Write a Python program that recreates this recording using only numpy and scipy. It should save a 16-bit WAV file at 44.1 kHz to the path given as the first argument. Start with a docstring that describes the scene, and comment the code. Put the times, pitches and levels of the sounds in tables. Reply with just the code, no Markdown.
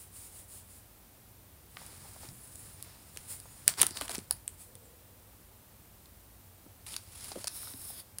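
"""A thumb strokes plastic film with a soft hiss: a ring binder of card pockets lies close by on a table
in a small quiet room. Fingers shift the binder, a page full of cards turns with sharp snaps as its film
buckles, then a pocket is picked open and a card slides in. Stick-slip friction makes the hiss, with thin
squeaks on the film; soft knocks send out bending waves. Room noise and a low hum lie underneath."""
import sys
import numpy as np
from scipy import signal
from scipy.fft import rfft, irfft, next_fast_len
from scipy.io import wavfile

SR = 44100
rng = np.random.default_rng(int(sys.argv[2]) if len(sys.argv) > 2 else 0)


def persist_wave(psi):
    """Save psi, clipped to +-1, as 16-bit WAV."""
    counts = np.round(np.clip(psi, -1, 1) * 32767).astype(np.int16)
    wavfile.write(sys.argv[1], SR, np.atleast_2d(counts).T)


N = 361619
TIME = np.arange(N) / SR

# the page is lifted, swung over, dropped and smoothed: t/s, length/s, hiss level/dB, flex level/dB
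PAGE_STROKES = [(3.653, 0.036, -43.5, -47.5), (3.764, 0.045, -37.5, -40), (3.851, .03, -45, -53),
                (3.949, 0.073, -44.5, -51.5), (4.078, 0.05, -40, -47), (4.305, .015, -48, -59),
                (4.479, .012, -56, -71)]
PAGE_ATTACK_S, PAGE_T60_S = 0.035, 0.29
# fingers shift the binder: t/s, hiss level/dB, flex level/dB
SHIFT_LEVELS = [(1.70, -68, -78), (1.79, -55.5, -59.5), (2.2, -54.5, -63), (2.26, -52, -56),
                (2.32, -55, -68.5), (2.5, -55.5, -66), (2.6, -51, -63.5), (2.76, -59, -65.5),
                (2.92, -60, -61), (3.05, -62.5, -69), (3.2, -55.5, -65), (3.66, -59, -66)]
# fingers pick the pocket open: t/s, level/dB
PICK_LEVELS = [(6.85, -78), (6.87, -48.5), (6.95, -47), (7.0, -59), (7.07, -62), (7.13, -55.5), (7.31, -46),
               (7.335, -57), (7.41, -49.5), (7.51, -61)]
# the card slides in with two pushes: t/s, hiss level/dB, flex level/dB
SLIDE_LEVELS = [(7.5, -55.5, -59), (7.552, -45, -54), (7.698, -49, -54.5), (7.744, -53, -63),
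                (7.908, -44, -55.5), (7.928, -53, -60.5), (8.002, -46.5, -52), (8.038, -74, -81),
                (8.1, -74, -71)]
# spectrum of skin rubbing on film: f/Hz, relative level/dB
FINGER_SPECTRUM = [(5900, -24.5), (7000, -6.5), (8300, -1.5), (9600, 2), (10700, -2.5), (12000, -11),
                   (13200, -11), (14600, -3.5), (16000, -9.5)]


def from_db(db):
    """Amplitude ratio of a level in decibels."""
    return 10 ** (np.asarray(db) / 20)


def rms_one(x):
    """Normalisation to unit rms."""
    return x / np.sqrt(np.mean(x ** 2) + 1e-20)


def add(out, s, sound):
    """Superposition of a sound that starts at time s."""
    start = max(round(s * SR), 0)
    out[start:start + len(sound)] += sound[:max(N - start, 0)]


def level_curve(rows, column):
    """Amplitude envelope interpolated in decibels; silent outside the rows."""
    rows = np.array(rows)
    return from_db(np.interp(TIME, rows[:, 0], rows[:, column], left=-140, right=-140))


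def strokes(rows, attack_s, t60, column=2):
    """Amplitude envelope of strokes: each rises linearly, holds, then decays exponentially."""
    gain = 0
    for s, length, db in np.array(rows)[:, [0, 1, column]]:
        rise = np.clip((TIME - s) / attack_s, 0, 1)
        gain = gain + rise * from_db(db - 60 * np.maximum(TIME - s - length, 0) / t60)
    return gain


def drift(rate_hz):
    """Random modulation of unit rms, interpolated between independent values."""
    knots = rng.standard_normal(N // 20)
    return rms_one(np.interp(TIME * rate_hz, np.arange(len(knots)), knots))


def colour(x, spectrum):
    """Spectral shaping by a curve on a log-frequency axis."""
    hz, db = np.transpose(spectrum)
    size = next_fast_len(len(x))
    bins = np.maximum(np.fft.rfftfreq(size, 1 / SR), 1)
    gain_db = np.interp(np.log(bins), np.log(hz), db, left=-70, right=-70)
    return irfft(rfft(x, size) * from_db(gain_db), size)[:len(x)]


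def band(x, low_hz, high_hz):
    """Causal band-pass filter."""
    return signal.sosfilt(signal.butter(2, [low_hz, high_hz], "band", fs=SR, output="sos"), x)


def resonate(x, hz, width_hz):
    """Damped two-pole resonator with unit peak gain."""
    r = np.exp(-np.pi * width_hz / SR)
    feedback = [1, -2 * r * np.cos(2 * np.pi * hz / SR), r * r]
    return signal.lfilter(np.array([1, 0, -1]) * (1 - r * r) / 2, feedback, x)


def gliding_ring(hz, width_hz):
    """Noise-driven resonance of unit rms, at a steady or moving frequency."""
    noise = rng.standard_normal(N) + 1j * rng.standard_normal(N)
    swell = signal.sosfilt(signal.butter(2, width_hz / 2, fs=SR, output="sos"), noise)
    carrier = np.exp(2j * np.pi * np.cumsum(hz * np.ones(N)) / SR)
    return rms_one((swell * carrier).real)


def buckling(rows, rise_s=0.0003, flutter_db=-28, flutter_t60=0.028):
    """Impulsive excitation: a brief jolt drives the film's stiff high modes and slower bending waves."""
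    out, t = np.zeros(N), np.arange(1024) / SR
    for s, ring_hz, level, bend_hz, bend_db, t60 in rows:
        decay = from_db(-60 * t / t60) + from_db(flutter_db - 60 * t / flutter_t60)
        force = rng.standard_normal((4, len(t))) * np.minimum(t / rise_s, 1) ** 2 * decay
        crack_db = -8.5 + 15.5 * np.log2(ring_hz / 8900)  # a higher ring cracks more
        cards_db = -8.5 - 5 * np.log2(bend_hz / 3600)  # a lower wave shakes the cards more
        parts = [(resonate(band(force[0], 5320, 12080), ring_hz, width_hz=1300), level),
                 (band(force[1], 14300, 21840), level + crack_db),
                 (resonate(band(force[2], 1200, 7400), bend_hz, width_hz=1900), level + bend_db),
                 (band(force[3], 1060, 2700), level + bend_db + cards_db)]
        # a level is the energy of the part spread over one millisecond
        add(out, s, sum(from_db(db) * x / np.sqrt(np.sum(x ** 2) * 1000 / SR) for x, db in parts))
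    return out


def snaps():
    """Sharp transients radiate as the film buckles or a card edge clicks."""
    # t/s, ring f/Hz, ring level/dB, bending f/Hz, bending level/dB re ring, jolt T60/s
    jolts = [(1.7696, 9400, -58, 2300, 18.5, .003), (1.864, 9970, -40, 4600, -24, .0023),
             (2.1343, 8940, -46, 4670, -16, .005), (2.288, 9080, -47.5, 5130, 4, 0.013),
             (2.5569, 9040, -39.5, 5190, -17, 0.0046), (2.8258, 10900, -33, 4500, -11.5, 0.002),
             (3.1622, 8120, -55, 3400, 6, .004), (3.1725, 8700, -34, 3930, -3.5, .0022),
             (3.4007, 10350, -39, 5100, -9, 0.0059), (3.6789, 9740, -6, 3730, -10, 0.0025),
             (3.6878, 9510, -37.5, 2970, 6.5, 0.0041), (3.6942, 8760, -34, 3910, -14, .01),
             (3.8011, 9940, -35.5, 3500, 9, 0.0041), (3.8093, 9260, -26, 4170, -3, .0067),
             (3.8146, 9570, -18, 3000, -9, .0048), (3.8163, 8940, -7, 2780, -13, 0.0019),
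             (3.8194, 9800, -15.5, 4590, -5, 0.005), (3.83, 9960, -20, 2100, 1.5, 0.0029),
             (3.8665, 10000, -19, 3370, -15.5, 0.003), (3.7388, 7170, -46.5, 4740, 7.5, .005),
             (3.9081, 8700, -35, 4000, -8, .005), (3.9714, 8440, -32.5, 3870, 4, .011),
             (4.0115, 9050, -28, 2720, -5.5, 0.0052), (4.0189, 9760, -36.5, 3170, 3, 0.018),
             (4.0804, 9000, -38, 2940, 2, 0.01), (4.0942, 9150, -31.5, 3050, -3, 0.0053),
             (4.1125, 9120, -35.5, 3310, 0, 0.0073), (4.1487, 9250, -31, 4000, -4, 0.026),
             (4.1546, 10080, -48.5, 4860, 17, .0012), (4.1815, 9200, -33, 5120, -9, .004),
             (4.1889, 9190, -39.5, 3990, -2, .004), (4.3094, 9800, -15.5, 4800, -8, 0.0031),
             (4.3245, 9600, -35, 3140, -25, 0.0099), (4.4784, 8530, -24, 3070, -16, 0.0025),
             (4.7536, 9400, -41.5, 3500, -9, .0017), (6.0572, 9740, -56.5, 4390, 4.5, .0056),
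             (6.8646, 9500, -39.5, 3700, -1, .03), (6.9406, 9260, -40, 3600, 3, 0.013),
             (6.9641, 9700, -29, 5070, 0.5, 0.013), (7.2436, 10110, -39, 4840, -4, 0.018),
             (7.3175, 9320, -40.5, 5030, 5.5, 0.036), (7.4429, 9490, -35, 5100, 3, .0048),
             (7.4718, 9350, -29, 5230, -1, 0.0048), (7.4757, 9640, -29.5, 5360, 1, .0068),
             (7.4796, 9700, -28, 4800, -4, .007), (7.7366, 9740, -49, 3600, 6, 0.0055),
             (8.1847, 9800, -29.5, 5100, -9, 0.0089)]
    return buckling(jolts)


def crinkles(per_s=28, ring_hz=9300, bend_hz=3600, bend_db=-4, t60=0.004):
    """Small buckles occur at random in the turning page, in proportion to its rustle."""
    rustle = strokes(PAGE_STROKES, PAGE_ATTACK_S, PAGE_T60_S)
    first, last = PAGE_STROKES[0][0], PAGE_STROKES[-1][0]
    when, strength = rng.random((int(per_s * (last - first)), 2)).T
    times = first + (last - first) * when
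    rustle_db = 20 * np.log10(np.interp(times, TIME, rustle) + 1e-9)
    levels = rustle_db + 2.5 + 3 * (2 * strength - 1)
    return buckling([(s, ring_hz, db, bend_hz, bend_db, t60) for s, db in zip(times, levels)])


def taps(rise_s=0.00057, sag=0.44, sag_s=0.014, thud_share=0.56, gain_db=2):
    """Dispersion: bending waves bring their highs first, so each knock sags in pitch as it dies."""
    # soft knocks of fingers, cards and cover: t/s, relative level/dB, starting f/Hz
    knocks = [(1.769, -37, 1360), (1.816, -46.5, 895), (2.054, -45, 900), (2.162, -45, 795),
              (2.232, -41, 790), (2.247, -39, 250), (2.289, -40.5, 150), (2.318, -35, 90),
              (3.162, -41, 530), (3.20, -40, 75), (3.456, -48, 990), (3.688, -36.5, 770), (3.809, -32, 600),
              (3.830, -26.5, 905), (3.832, -29.5, 378), (3.909, -38.5, 280), (4.011, -27, 1020),
              (4.02, -35, 320), (4.031, -38, 570), (4.094, -32.5, 810), (4.182, -31.5, 257),
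              (4.309, -32, 1020), (4.335, -41, 95), (4.754, -42, 110), (6.662, -40, 387), (7.317, -38, 890),
              (7.318, -43, 330), (7.356, -33, 680), (7.362, -30.5, 390), (7.372, -35, 320),
              (7.383, -41, 614), (7.444, -41, 750), (7.63, -43.5, 1570), (7.672, -40, 1500),
              (7.741, -42, 300), (7.902, -42.5, 800)]
    out, t = np.zeros(N), np.arange(SR // 5) / SR
    for s, db, hz in knocks:
        t60 = 0.033 * (500 / hz) ** 0.34  # low knocks last longer
        pitch = hz * (1 - sag * (1 - np.exp(-t / sag_s)))
        thud = rms_one(band(rng.standard_normal(len(t)), hz / 2, hz * 1.19))
        wave = (1 - thud_share) * np.sin(2 * np.pi * np.cumsum(pitch) / SR) + thud_share * thud
        add(out, s, from_db(db + gain_db - 60 * t / t60) * np.minimum(t / rise_s, 1) * wave)
    return out


def friction(hiss, flex, hiss_spectrum, slips_per_s, slip_share, judder_db, hiss_db, flex_db, body_db):
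    """Smooth sliding and stick-slip catches drive the film; the cards under it follow its flexing."""
    # response of the flexing film: f/Hz, relative level/dB
    film_spectrum = [(1600, -19), (2200, -4), (3100, -3), (3800, -1.5), (4400, -0.5), (5200, 1.5),
                     (6000, -5.5), (6800, -10), (8000, -35.5)]
    # response of the cards: f/Hz, relative level/dB
    body_spectrum = [(110, -25), (220, 0.5), (500, 1), (850, 2.5), (1400, 1.5), (2000, -5), (2900, -24)]
    sizes = from_db(4.3 * np.minimum(rng.exponential(1, N), 3))
    slips = (rng.random(N) < slips_per_s / SR) * sizes
    slip_energy = signal.lfilter([1], [1, -np.exp(-1 / (0.00038 * SR))], slips + 1e-18)
    sliding = rng.standard_normal(N)
    catches = rms_one(np.sqrt(slip_energy) * rng.standard_normal(N))
    force = np.sqrt(1 - slip_share) * sliding + np.sqrt(slip_share) * catches
    force *= from_db(judder_db * drift(90))
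    layers = [(hiss_spectrum, hiss_db, hiss), (film_spectrum, flex_db, flex),
              (body_spectrum, body_db, flex)]
    return sum(from_db(db) * gain * rms_one(colour(force, spectrum)) for spectrum, db, gain in layers)


def page_turn():
    """Rough, juddering friction makes the turning page rustle."""
    # hiss of the page: f/Hz, relative level/dB
    spectrum = [(5900, -37.5), (7000, -11.5), (8300, -7), (9600, -4.5), (10700, -7.5), (12000, -15),
                (13200, -17), (14600, -11.5), (16000, -13)]
    hiss = strokes(PAGE_STROKES, PAGE_ATTACK_S, PAGE_T60_S)
    flex = strokes(PAGE_STROKES, PAGE_ATTACK_S, PAGE_T60_S, column=3)
    return friction(hiss, flex, spectrum, slips_per_s=450, slip_share=0.37,
                    judder_db=4, hiss_db=-2, flex_db=-1.5, body_db=-1)


def card_slide():
    """Sliding friction between the card and its pocket."""
    # hiss of card on film: f/Hz, relative level/dB
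    spectrum = [(6200, -16), (7300, -15), (8400, -4.5), (9600, 1), (10500, -1), (11700, -3.5), (13200, -11),
                (14500, -4), (16000, -8)]
    hiss, flex = level_curve(SLIDE_LEVELS, 1), level_curve(SLIDE_LEVELS, 2)
    return friction(hiss, flex, spectrum, slips_per_s=690, slip_share=0.18,
                    judder_db=1.1, hiss_db=1, flex_db=-4, body_db=-7.5)


def pocket_rings():
    """Forced resonance of the pocket's film: its modes sink together as the card goes deeper."""
    # pitch of the pocket: t/s, f/Hz
    glide = [(7.51, 5390), (7.88, 5240), (8.0, 4770)]
    # its modes: ratio to that pitch, level/dB re film flex
    modes = [(1, -2.5), (.735, -6.5)]
    hz = np.interp(TIME, *np.transpose(glide))
    ringing = sum(from_db(db) * gliding_ring(ratio * hz, width_hz=640) for ratio, db in modes)
    return level_curve(SLIDE_LEVELS, 2) * ringing


def pocket_opening():
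    """Stick-slip friction as fingers pick the pocket open."""
    # hiss of the picked film: f/Hz, relative level/dB
    spectrum = [(6200, -18), (7000, -7.5), (8400, -3), (9700, 1), (10500, -0.5), (11700, -8), (13000, -16),
                (14500, -8), (16000, -14)]
    pick = level_curve(PICK_LEVELS, 1)
    return friction(pick, pick, spectrum, slips_per_s=400, slip_share=0.24,
                    judder_db=1.8, hiss_db=0, flex_db=-5, body_db=-11.5)


def thumb_rubs():
    """Nearly smooth friction of a thumb on the film: mostly hiss, little flexing."""
    # thumb strokes: t/s, length/s, relative level/dB
    rubs = [(-.05, .07, -51.5), (.11, 0.16, -51.5), (.31, 0.091, -52.5), (.47, 0.11, -51.5),
            (.66, 0.12, -58), (3.265, 0.053, -41), (4.565, 0.053, -51.5)]
    rub = strokes(rubs, attack_s=0.053, t60=0.27)
    return friction(rub, rub, FINGER_SPECTRUM, slips_per_s=1330, slip_share=0.078,
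                    judder_db=0.5, hiss_db=0.5, flex_db=-12.5, body_db=-18)


def binder_shift():
    """Friction of the fingers flexes film and cards as the binder is shifted."""
    hiss, flex = level_curve(SHIFT_LEVELS, 1), level_curve(SHIFT_LEVELS, 2)
    return friction(hiss, flex, FINGER_SPECTRUM, slips_per_s=540, slip_share=0.16,
                    judder_db=1.16, hiss_db=-1, flex_db=-1, body_db=-3)


def squeaks(arch=0.04, waver=0.007):
    """Friction tones of fingertips and card edges glide, arching in pitch and level with sliding speed."""
    # squeaks on the film: t/s, length/s, first f/Hz, last f/Hz, level/dB, bandwidth/Hz
    glides = [(2.37, .13, 9800, 9600, -59, 60), (2.50, 0.14, 10050, 10260, -58.5, 60),
              (2.68, 0.098, 9700, 9100, -58, 60), (3.42, 0.23, 6400, 7000, -64.5, 60),
              (3.52, 0.1, 9500, 9000, -63, 250), (3.89, 0.16, 4800, 4260, -50.5, 750),
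              (4.80, .11, 9250, 8800, -68, 90), (4.82, .1, 7900, 6700, -68, 120)]
    out, unsteady = 0, 1 + waver * drift(60)
    for s, length, first_hz, last_hz, db, width_hz in glides:
        progress = np.clip((TIME - s) / length, 0, 1)
        speed = 4 * progress * (1 - progress)
        hz = (first_hz + (last_hz - first_hz) * progress) * (1 + arch * speed) * unsteady
        out = out + from_db(db) * speed * gliding_ring(hz, width_hz)
    return out


def hollow_tone():
    """A faint hollow resonance sounds as the card is lifted, and decays slowly."""
    # the lift: t/s, length/s, level/dB
    lift = [(4.66, .08, -64.5)]
    return strokes(lift, attack_s=0.04, t60=2.5) * gliding_ring(495, width_hz=75)


def rumble(gain_db=-33.5, flex_exponent=0.46):
    """Forced vibration: whatever pushes the film also rocks the binder on the table."""
    # response of the binder on the table: f/Hz, relative level/dB
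    spectrum = [(25, -21), (55, 3), (130, 2), (210, -5), (340, -12), (600, -26.5)]
    page_flex = strokes(PAGE_STROKES, PAGE_ATTACK_S, PAGE_T60_S, column=3)
    pocket_flex = level_curve(PICK_LEVELS, 1) + level_curve(SLIDE_LEVELS, 2)
    flex = level_curve(SHIFT_LEVELS, 2) + page_flex + from_db(-11.5) * pocket_flex
    return from_db(gain_db) * flex ** flex_exponent * rms_one(colour(rng.standard_normal(N), spectrum))


def reverberation(x, t60=0.22, tail_db=-23, wall_s=0.012, wall_t60=0.064, wall_db=-22):
    """Early reflections from the near walls and a short diffuse tail."""
    # ring of the room: f/Hz, gain/dB
    spectrum = [(100, 11), (500, 5.5), (2000, 9.5), (5000, 5.5), (7800, 4.5), (9500, 1), (11000, 8.5),
                (13000, 2), (16000, 6)]
    t = np.arange(SR // 2) / SR
    tail = rng.standard_normal(len(t)) * from_db(-60 * t / t60) * np.minimum(t / 0.013, 1)
    walls = rng.standard_normal(len(t)) * from_db(-60 * np.abs(t - wall_s) / wall_t60) * (t > wall_s)
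    response = (from_db(tail_db) * rms_one(tail) + from_db(wall_db) * rms_one(walls)) / np.sqrt(len(t))
    return colour(signal.fftconvolve(x, response)[:N], spectrum)


def room_noise(air_db=-57, hum_hz=90, hum_db=-67.5):
    """Stationary broadband noise with a low narrow-band hum."""
    # steady noise of the room: f/Hz, relative spectral density level/dB
    spectrum = [(15, -44), (25, -14), (40, -12.5), (55, -0.5), (78, -4), (100, -0.5), (125, -10.5),
                (200, -11.5), (400, -17.5), (800, -19), (1500, -24.5), (3000, -27), (6700, -28.5),
                (9500, -23.5), (12000, -25.5), (14500, -19.5), (16000, -25.5)]
    air = from_db(air_db) * rms_one(colour(rng.standard_normal(N), spectrum))
    return air + from_db(hum_db) * gliding_ring(hum_hz, width_hz=5.6)


def scene():
    """Superposition of direct sound, reverberation and room noise, the same in both channels."""
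    rubbing = thumb_rubs() + binder_shift() + page_turn() + pocket_opening() + card_slide()
    resonances = hollow_tone() + rumble() + pocket_rings() + squeaks()
    impacts = taps() + snaps()
    background = room_noise()
    handling = rubbing + resonances + impacts + crinkles()
    return np.tile(handling + reverberation(handling) + background, (2, 1))


def record(dry):
    """Clipping at full scale, then band limiting by a steep low-pass filter."""
    lowpass = signal.firwin(255, 15850, fs=SR, window=("kaiser", 8))
    return signal.fftconvolve(np.clip(dry, -1, 1), lowpass[None], mode="same", axes=1)


dry = scene()
out = record(dry)
persist_wave(out)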